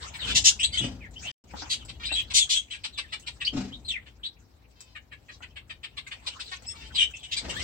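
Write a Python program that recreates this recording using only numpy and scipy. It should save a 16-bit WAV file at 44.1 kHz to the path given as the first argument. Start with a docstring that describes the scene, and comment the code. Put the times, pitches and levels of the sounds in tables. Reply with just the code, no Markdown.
"""Zebra finches at the cage bars.

A flock in a wire cage in a small room, on a pair of microphones just outside the bars. The birds whistle
gliding squeaks and buzz through throat and beak in rasps, nasal notes and short 'tet' calls. Wings flutter,
feet and a hand knock the perches, claws tick on wire. A low rumble and a faint hum lie underneath,
and the sound drops out once for a moment."""
import sys
import numpy as np
from scipy import signal
from scipy.fft import rfft, irfft
from scipy.io import wavfile
from scipy.ndimage import uniform_filter1d

SR = 44100
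rng = np.random.default_rng(int(sys.argv[2]) if len(sys.argv) > 2 else 0)


def dump(signal):
    """Clip the signal to [-1, 1] and save it as 16-bit WAV at the path in sys.argv[1]."""
    limited = np.clip(np.atleast_2d(signal).T, -1, 1)
    pcm = np.round(limited * 32767).astype(np.int16)
    wavfile.write(sys.argv[1], SR, pcm)


N = 336483
TIME = np.arange(N) / SR
CUTOFF_HZ = 15800

# Levels in the tables stand before the trims in the functions.
# The near birds' squeaks. Each row: start in seconds, length in seconds, first and last pitch in Hz,
# fundamental in dB, overtones in dB above it, roughness from 0 to 1.
SQUEAKS = [(0.01, 0.067, 888, 1452, -49, -14, 0), (0.183, 0.091, 4175, 2710, -38, -22, .24),
           (0.59, 0.036, 2580, 3070, -30.5, -10, 0.43), (0.626, 0.027, 3167, 3960, -20.5, -8, 0.36),
           (0.719, 0.039, 4530, 4400, -41.5, -17, 0.08), (0.721, 0.071, 2250, 1900, -42, 3.5, 0.33),
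           (0.729, .026, 3000, 3030, -33, -16, 0.12), (0.77, 0.032, 3120, 3340, -25.5, -12.5, 0.29),
           (0.809, 0.065, 2747, 3060, -34.5, -13.5, 0.29), (1.002, 0.074, 2674, 1592, -49, -32, 0.23),
           (1.157, 0.026, 2735, 3220, -44, -34, 0.1), (1.248, 0.056, 2550, 3210, -37.5, -21, 0.3),
           (2.049, 0.036, 3785, 3796, -33, -16.5, 0.36), (2.084, 0.047, 2470, 2712, -35, -27, 0.31),
           (2.116, .046, 3660, 3815, -30.5, -14, 0.25), (2.145, 0.069, 3110, 3117, -27.5, -19, 0.34),
           (2.37, 0.073, 3640, 3154, -25.5, -6, 0.19), (2.54, 0.047, 3590, 3083, -25.5, -6.5, 0.31),
           (2.699, 0.066, 3208, 2370, -39.5, -7.5, 0.51), (2.923, .053, 4160, 3050, -50.5, -20, .2),
           (2.983, .085, 2430, 1624, -52.5, -30, .14), (3.402, 0.031, 2777, 2670, -34.5, -17, 0.56),
           (3.446, 0.022, 4100, 4530, -29, -33, 0.32), (3.468, 0.014, 2780, 3250, -23.5, -23.5, 0.14),
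           (3.718, 0.037, 2860, 3990, -43, -36, 0.15), (3.846, 0.029, 3960, 4400, -45, -18.5, 0.15),
           (3.877, .05, 3996, 2647, -31, -15, 0.19), (3.931, 0.046, 2794, 1730, -35.5, -40, 0.14),
           (4.231, .042, 3130, 4176, -34, -32, .27), (6.065, 0.015, 2037, 2310, -42, -9.5, 0.45),
           (6.435, 0.074, 4410, 3520, -49, -15, 0.42), (6.661, 0.065, 2517, 2660, -57, 18, .03),
           (6.943, 0.036, 3704, 3770, -29.5, -17.5, 0.43), (6.972, 0.077, 3236, 2932, -22, -19, 0.31),
           (7.137, .015, 2490, 2660, -37.5, -27, 0.12), (7.226, 0.038, 3035, 2895, -43.5, -11.5, 0.44),
           (7.363, 0.03, 2267, 2270, -38, 8.5, 0.29), (7.494, 0.022, 2817, 2950, -34, -5.5, .42),
           (7.545, 0.097, 1574, 2305, -42, -0.5, 0.13), (7.591, 0.022, 3056, 2804, -36.5, -9, 0.42)]
# Single tet calls. Each row: start in seconds, throat resonance in Hz, level in dB.
TETS = [(0.134, 2780, -44.5), (1.88, 3180, -46), (2.298, 3120, -41), (2.834, 3160, -37.5),
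        (2.972, 3100, -35.5), (3.119, 2860, -37.5), (3.262, 3040, -39), (4.056, 2450, -56.5),
        (4.948, 2090, -46.5), (5.113, 2170, -49), (6.108, 2390, -42.5), (6.26, 3340, -36.5),
        (6.392, 3350, -42)]
# Harsh calls. Each row: start in seconds, length in seconds, throat resonance in Hz, level in dB.
RASPS = [(0.262, 0.071, 3060, -28.5), (0.345, .042, 3240, -17), (0.438, .058, 3330, -13),
         (1.694, .048, 3820, -25), (2.029, 0.023, 2820, -34), (2.335, .063, 3775, -16.5),
         (2.489, 0.054, 3670, -21), (7.311, 0.033, 3180, -28)]
# Soft nasal calls. Each row: start and length in seconds, pitch and throat resonance in Hz, level in dB.
NASALS = [(1.996, 0.063, 462, 2090, -43), (4.75, 0.2, 516.5, 3480, -63), (5.312, 0.039, 562, 4320, -52.5),
          (6.515, .028, 367, 2540, -34.5), (6.745, .14, 450, 3170, -51.5)]
# Bursts of wingbeats. Each row: start in seconds, seconds until the fade, air push in dB, swish in dB.
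FLUTTERS = [(0.247, .11, -55, -55.5), (0.789, 0.036, -38.5, -40), (3.517, 0.069, -38, -40.5),
            (7.395, 0.1, -57, -45.5)]
# The enclosure's low resonances. Each row: centre in Hz, width in Hz, level in dB.
ENCLOSURE_MODES = [(127.1, 21, -10.5), (194.6, 8.7, -4), (248.2, 16, -4), (274.5, 12, -4.5),
                   (326.4, 50, -18)]
# Knocks on perch and frame, then ticks on the wire. Each row: start in seconds, peak in dB.
KNOCKS = [(0.291, -43), (0.331, -40), (1.538, -21), (1.55, -38), (1.622, -23), (2.117, -23), (5.406, -34),
          (6.621, -38), (7.428, -40), (7.467, -46)]
TICKS = [(0.2503, -28), (1.1096, -39), (1.2231, -32), (1.8502, -26.5), (3.197, -28.5), (4.8057, -22),
         (6.074, -28), (6.1958, -43), (6.6226, -34), (7.4939, -21)]
# The frame's modes. Each row: frequency in Hz, level in dB, seconds to fall 60 dB before ring_scale.
FRAME_MODES = [(295, -3.5, 0.043), (559, -5, 0.024), (804, 5, 0.016), (1090, 1, 0.0042), (1436, -7, 0.0353),
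               (1510, -2, 0.008), (1920, -2.5, 0.024), (2735, -24.5, 0.016)]
# How the rustle and the rumble rise and fall. Each row: time in seconds, level in dB.
RUSTLE_LEVELS = [(0, -43.5), (.2, -44), (.31, -33), (.57, -56.5), (1.08, -68.5), (1.27, -41), (1.46, -62),
                 (1.6, -38.5), (1.94, -62), (2.2, -54), (2.9, -63.5), (3.3, -59), (4.4, -68), (5.9, -66.5),
                 (6.33, -51), (6.86, -51.5), (7.25, -55), (7.63, -36)]
RUMBLE_LEVELS = [(0, -51), (.17, -50.5), (.33, -36), (.52, -49), (.83, -43), (1.46, -52), (1.72, -48),
                 (2.2, -47), (2.6, -57), (3.42, -52.5), (3.6, -45.5), (4.3, -57.5), (4.8, -61), (5.3, -55),
                 (6.55, -56.5), (6.9, -48.5), (7.25, -56.5), (7.55, -42.5)]
# Tone colours of beak, feathers, wire and background. Each row: frequency in Hz, gain in dB.
BEAK_SPECTRUM = [(1000, -15), (2200, 6), (3200, 13), (4500, -1.5), (6200, -8), (7200, -10.5), (7900, 0),
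                 (8700, -9), (10000, -46.5), (14000, -30)]
FEATHER_SPECTRUM = [(350, 6.5), (550, 6.5), (1200, -3), (3000, -3), (5000, -4), (8000, -12), (10000, -38.5),
                    (15000, -43)]
WIRE_SPECTRUM = [(1500, -24), (4000, -3.5), (6000, -3.5), (8000, 5.5), (10000, -32), (15000, -19)]
RUSTLE_SPECTRUM = [(300, -2.5), (700, -2), (1300, 0), (2000, 1.5), (2900, -0.5), (4200, -2.5), (6500, -4),
                   (7900, -3.5), (9000, -17), (10200, -46), (15000, -19)]
RUMBLE_SPECTRUM = [(20, -46), (33, -27), (45, -14), (59, -5), (75, 0), (100, -2.5), (170, -12.5),
                   (270, -14), (400, -21.5), (900, -28), (1500, -48), (3000, -59.5)]
HISS_SPECTRUM = [(120, -34.5), (200, -4), (414, -9), (446, -6.5), (607, -10), (1070, -13.5),
                 (3610, -25), (3960, -17.5), (6710, -41), (15500, -25.5)]


def squeak(length, start_hz, end_hz, level_db, overtone_db, rough, arch_octaves=.056, buzz_hz=620):
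    """A high whistle glides along a shallow arch; in a rough one a slower buzz splits it into strands."""
    n = int(length * SR)
    progress = np.linspace(0, 1, n)
    pitch = start_hz * (end_hz / start_hz) ** progress * 2 ** (arch_octaves * np.sin(np.pi * progress))
    pitch *= 1 + .13 * rough * wobble(n, 180)
    buzz = np.sin(phase_of(buzz_hz * (1 + .2 * rng.normal() + .1 * wobble(n, 400))))
    phase = phase_of(pitch * (1 + .12 * rough * wobble(n, 1500))) + 1.4 * rough * buzz
    harmonics = sum((k * pitch < CUTOFF_HZ) * np.sin(k * phase) / k for k in range(2, 6))
    fizz = rough * resonate(rng.standard_normal(n), 7900, 900, order=2) / 2
    overtones = colour(harmonics + fizz, BEAK_SPECTRUM)
    husk = .55 * rough * colour(rng.standard_normal(n), BEAK_SPECTRUM)
    voice = np.sqrt(2) * np.sin(phase) + husk + from_db(overtone_db) * overtones
    shake = unit(1 + .82 * rough * wobble(n, 300))
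    return room(from_db(level_db) * voice * shake * swell(n, rise=.28, fall=.35), wet_db=3)


def squeaks():
    """The birds nearest the microphones whistle their squeaks."""
    out = np.zeros((2, N))
    for start, *call in SQUEAKS:
        add(out, start, squeak(*call))
    return out


def syrinx(pitch, jitter, air):
    """The bird's voice organ: a buzz of unsteady pulses, with a puff of air noise in each cycle."""
    phase = phase_of(pitch * (1 + jitter * wobble(len(pitch), 900)))
    harmonics = np.arange(1, int(CUTOFF_HZ / pitch.max()))[:, None]
    lag = np.pi / 2 * harmonics ** 2 / len(harmonics)   # spreads each pulse over part of its cycle
    pulses = unit(np.cos(harmonics * phase - lag).sum(0))
    return pulses + air * rng.standard_normal(len(pitch)) * (1 + np.cos(phase))


def tets(length_s=.029, run_start_s=5.282, run_gap_s=.1368, lowpass_hz=8780):
    """A very short, hoarse buzz sags in pitch and passes through throat and beak."""
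    out, n = np.zeros((2, N)), int(length_s * SR)
    # one bird works itself up in an even run, each call louder and more open than the last
    run = [(run_start_s + k * run_gap_s, 2170 + k * 127.6, -49.5 + k * 1.7) for k in range(6)]
    for start, throat_hz, level_db in TETS + run:
        pitch = np.linspace(580, 470, n) * (1 + .1 * rng.normal())
        buzz = syrinx(pitch, jitter=.025, air=.86)
        throat = resonate(buzz, throat_hz, .65 * throat_hz)
        body = .15 * resonate(buzz, 1000, 670, order=2)
        upper = .28 * resonate(buzz, 1.65 * throat_hz, 860)
        beak_db = -17.5 + 19.5 * np.log2(throat_hz / 2770)   # a higher throat rings the beak more
        voice = unit(throat + body + upper) + from_db(beak_db) * resonate(buzz, 8100, 1400)
        add(out, start, room(from_db(level_db) * voice * swell(n, rise=.5, fall=.6), wet_db=5))
    return signal.sosfilt(signal.butter(12, lowpass_hz, fs=SR, output="sos"), out + 1e-18)


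def rasps(pitch_hz=620, balance_db=-17, fizz_db=-39):
    """A forced, chaotic buzz through two broad resonances; the louder, the shriller."""
    out = np.zeros((2, N))
    for start, length, throat_hz, level_db in RASPS:
        n = int(length * SR)
        buzz = syrinx(pitch_hz * np.linspace(1.1, .9, n), jitter=.078, air=1)
        lower = resonate(buzz, throat_hz, 1500) + .21 * resonate(buzz, 2410, 640)
        upper = resonate(buzz, 1.82 * throat_hz, 2600) + .1623 * resonate(buzz, 8200, 860)
        shrillness = from_db(.92 * (level_db - balance_db))
        fizz = from_db(fizz_db) * resonate(buzz, 13800, 3000, order=2)
        voice = unit(lower + shrillness * upper) + fizz
        add(out, start, room(from_db(level_db) * voice * swell(n, rise=.4, fall=.22), wet_db=4))
    return out


def nasals(sag_share=.0477):
    """A clear buzz, rich in harmonics, sinks slightly in pitch as it sounds through the throat."""
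    out = np.zeros((2, N))
    for start, length, pitch_hz, throat_hz, level_db in NASALS:
        n = int(length * SR)
        buzz = syrinx(pitch_hz * (1 + sag_share * np.linspace(.5, -.5, n)), jitter=.01, air=.3)
        voice = resonate(buzz, throat_hz, 3000) + .28 * resonate(buzz, 1010, 480, order=2)
        add(out, start, room(from_db(level_db) * voice * swell(n, rise=.082, fall=.12), wet_db=2.5))
    return out


def wings(beats_per_s=27, attack_s=.05, fall_db_per_s=140.5, push_trim_db=9.5, swish_trim_db=4):
    """Each wingbeat pushes air into the enclosure's low resonances and swishes the feathers."""
    out, t = np.zeros((2, N)), np.arange(SR // 2) / SR
    beat = .45 + np.sin(np.pi * beats_per_s * t) ** 4
    for start, length, push_db, swish_db in FLUTTERS:
        effort = np.minimum(t / attack_s, 1) * from_db(-fall_db_per_s * np.maximum(t - length, 0))
        puffs = beat * rng.standard_normal(len(t))
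        boom = sum(from_db(db) * resonate(puffs, hz, width, order=2) for hz, width, db in ENCLOSURE_MODES)
        boom /= np.sqrt(uniform_filter1d(boom ** 2, size=1500) + 1e-4)   # evens out chance swells
        add(out, start, boom * effort * from_db(push_db + push_trim_db) * pan(left_db=3))
        swish = effort * colour(beat * rng.standard_normal(len(t)), FEATHER_SPECTRUM)
        add(out, start, room(swish * from_db(swish_db + swish_trim_db), wet_db=3.5, lag_s=.0001))
    return out


def knocks(trim_db=-2, ring_scale=1.1):
    """Feet and a hand knock the perches and ring the frame's modes, in a new mix each time."""
    out, t = np.zeros((2, N)), np.arange(SR // 5) / SR
    for start, peak_db in KNOCKS:
        ring = np.zeros(len(t))
        for hz, db, t60 in FRAME_MODES:
            decay = from_db(db + 3 * rng.normal() - 60 * t / (ring_scale * t60))
            ring += decay * np.sin(2 * np.pi * hz * t) * rng.choice([-1, 1])
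        ring /= abs(ring).max()
        add(out, start, room(from_db(peak_db + trim_db) * ring, wet_db=3.5, lag_s=.0001))
    return out


def ticks(trim_db=-5, decay_s=.002):
    """Claws and beaks strike the wire in brief, bright bursts of noise."""
    out, t = np.zeros((2, N)), np.arange(SR // 5) / SR
    for start, peak_db in TICKS:
        tick = colour(rng.standard_normal(len(t)), WIRE_SPECTRUM) * np.exp(-t / decay_s)
        add(out, start, room(from_db(peak_db + trim_db) * tick / abs(tick).max(), wet_db=6.5))
    return out


def peeps(tries_per_s=5.4, length_s=.046, pitch_hz=2860, calm_db=-67):
    """The rest of the flock peeps at random while restless, about as loud as its rustle."""
    out = np.zeros((2, N))
    for start in rng.uniform(0, N / SR, int(tries_per_s * N / SR)):
        start_hz, end_hz = pitch_hz * np.exp(rng.uniform(-.22, .22, 2))
        rustle_db = np.interp(start, *np.transpose(RUSTLE_LEVELS))
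        if rustle_db > calm_db:
            add(out, start, squeak(length_s, start_hz, end_hz, rustle_db + 1, overtone_db=-17, rough=.28))
    return out


def rustle(trim_db=-1, patchy_db=9):
    """The flock's diffuse rustle comes in patches, each band of noise flickering on its own."""
    edges = np.geomspace(300, CUTOFF_HZ, num=17)
    patches = np.zeros((2, N))
    for low, high in zip(edges, edges[1:]):
        band = resonate(rng.standard_normal((2, N)), np.sqrt(low * high), high - low, order=2)
        patches += np.sqrt(high - low) * band * from_db(patchy_db * wobble(N, 35))
    level_db = np.interp(TIME, *np.transpose(RUSTLE_LEVELS)) + trim_db + .51 * wobble(N, 30)
    return from_db(level_db) * colour(patches, RUSTLE_SPECTRUM)


def rumble(trim_db=-2, hum_hz=59, hum_trim_db=-2.5):
    """A low rumble and a hum swell together, alike at both microphones but louder on the left."""
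    level_db = np.interp(TIME, *np.transpose(RUMBLE_LEVELS))
    noise = rng.standard_normal(N) + .24 * rng.standard_normal((2, N))
    low = from_db(level_db + trim_db) * colour(noise, RUMBLE_SPECTRUM)
    hum = from_db(level_db + hum_trim_db) * resonate(rng.standard_normal(N), hum_hz, 16, order=2)
    return (low + hum) * from_db([[2.0], [-2.4]])


def hiss(level_db=-67):
    """A faint, steady floor of noise, separate at each microphone."""
    return from_db(level_db) * colour(rng.standard_normal((2, N)), HISS_SPECTRUM)


def room(x, wet_db, lag_s=.00041, early_t60=.088, late_t60=.25, late_db=-20, build_s=.0023):
    """From perch to microphones: the direct sound, dense echoes off the near walls, a soft tail."""
    t = np.arange(int(.2 * SR)) / SR
    decay = from_db(-60 * t / early_t60) + from_db(late_db - 60 * t / late_t60)
    echoes = rng.standard_normal((2, len(t))) * decay * (1 - np.exp(-t / build_s))
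    paths = from_db(wet_db) * unit(echoes) / np.sqrt(len(t))
    paths[0, int(lag_s * SR)] += 1   # the direct sound reaches the left microphone later
    paths[1, 0] += 1
    heard = signal.fftconvolve(x[None], paths, axes=1)
    source_rms = np.sqrt(np.sum(x ** 2) / heard.shape[1])
    return unit(heard) * source_rms * pan(left_db=3.5)


def from_db(db):
    """Decibels to gain."""
    return 10 ** (np.asarray(db) / 20)


def pan(left_db):
    """Gains that put the left channel this far above the right."""
    return from_db([[left_db / 2], [-left_db / 2]])


def unit(x):
    """Scale to rms 1."""
    return x / np.sqrt(np.mean(x ** 2) + 1e-20)


def phase_of(hz):
    """Running phase of a moving pitch, in radians."""
    return 2 * np.pi * np.cumsum(hz) / SR


def colour(x, spectrum):
    """Filter a sound by a spectrum table; rms 1."""
    n = x.shape[-1]
    hz, db = np.transpose(spectrum)
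    bins_hz = np.arange(n // 2 + 1) * SR / n
    gain = from_db(np.interp(np.log(bins_hz + 1e-3), np.log(hz), db))
    return unit(irfft(rfft(x) * gain, n))


def resonate(x, hz, width_hz, order=3):
    """A resonance, steeper with a higher order; rms 1."""
    low = np.sqrt(hz ** 2 + width_hz ** 2 / 4) - width_hz / 2
    high = min(low + width_hz, SR / 2 - 1)
    return unit(signal.sosfilt(signal.butter(order, [low, high], "band", fs=SR, output="sos"), x))


def wobble(n, rate_hz):
    """Random motion of spread about 1."""
    steps = np.arange(n) * rate_hz / SR
    count = int(steps[-1]) + 2
    return np.interp(steps, np.arange(count), rng.standard_normal(count))


def swell(n, rise, fall):
    """A call's envelope, with rise and fall as shares of its length; rms 1."""
    progress = np.linspace(0, 1, n)
    opening = np.sin(np.pi / 2 * np.minimum(progress / rise, 1))
    closing = np.sin(np.pi / 2 * np.minimum((1 - progress) / fall, 1))
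    return unit(opening * closing)


def add(track, start_s, sound):
    """Mix a sound in at a time."""
    i = max(int(start_s * SR), 0)
    track[..., i:i + sound.shape[-1]] += sound[..., :N - i]


def scene(squeak_db=1.5, tet_db=5.5, rasp_db=-1):
    """Birds, cage and room as they reach the microphones outside the bars."""
    calls = from_db(squeak_db) * squeaks() + from_db(tet_db) * tets()
    calls += from_db(rasp_db) * rasps() + nasals()
    movement = wings() + knocks() + ticks()
    background = rumble() + (rustle() + hiss()) * pan(left_db=2.4)
    return calls + movement + background + peeps()


def record(dry, ceiling=.85, dropout_start_s=1.315, dropout_end_s=1.44):
    """The loudest peaks are rounded, the sound drops out briefly, and the top is cut."""
    rounded = dry / (1 + (dry / ceiling) ** 6) ** (1 / 6)
    running = (TIME < dropout_start_s) | (TIME > dropout_end_s)
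    gate = uniform_filter1d(running.astype(float), size=64) + 1e-3
    return signal.sosfilt(signal.ellip(10, .1, 80, CUTOFF_HZ, fs=SR, output="sos"), rounded * gate)


dry = scene()
out = record(dry)
dump(out)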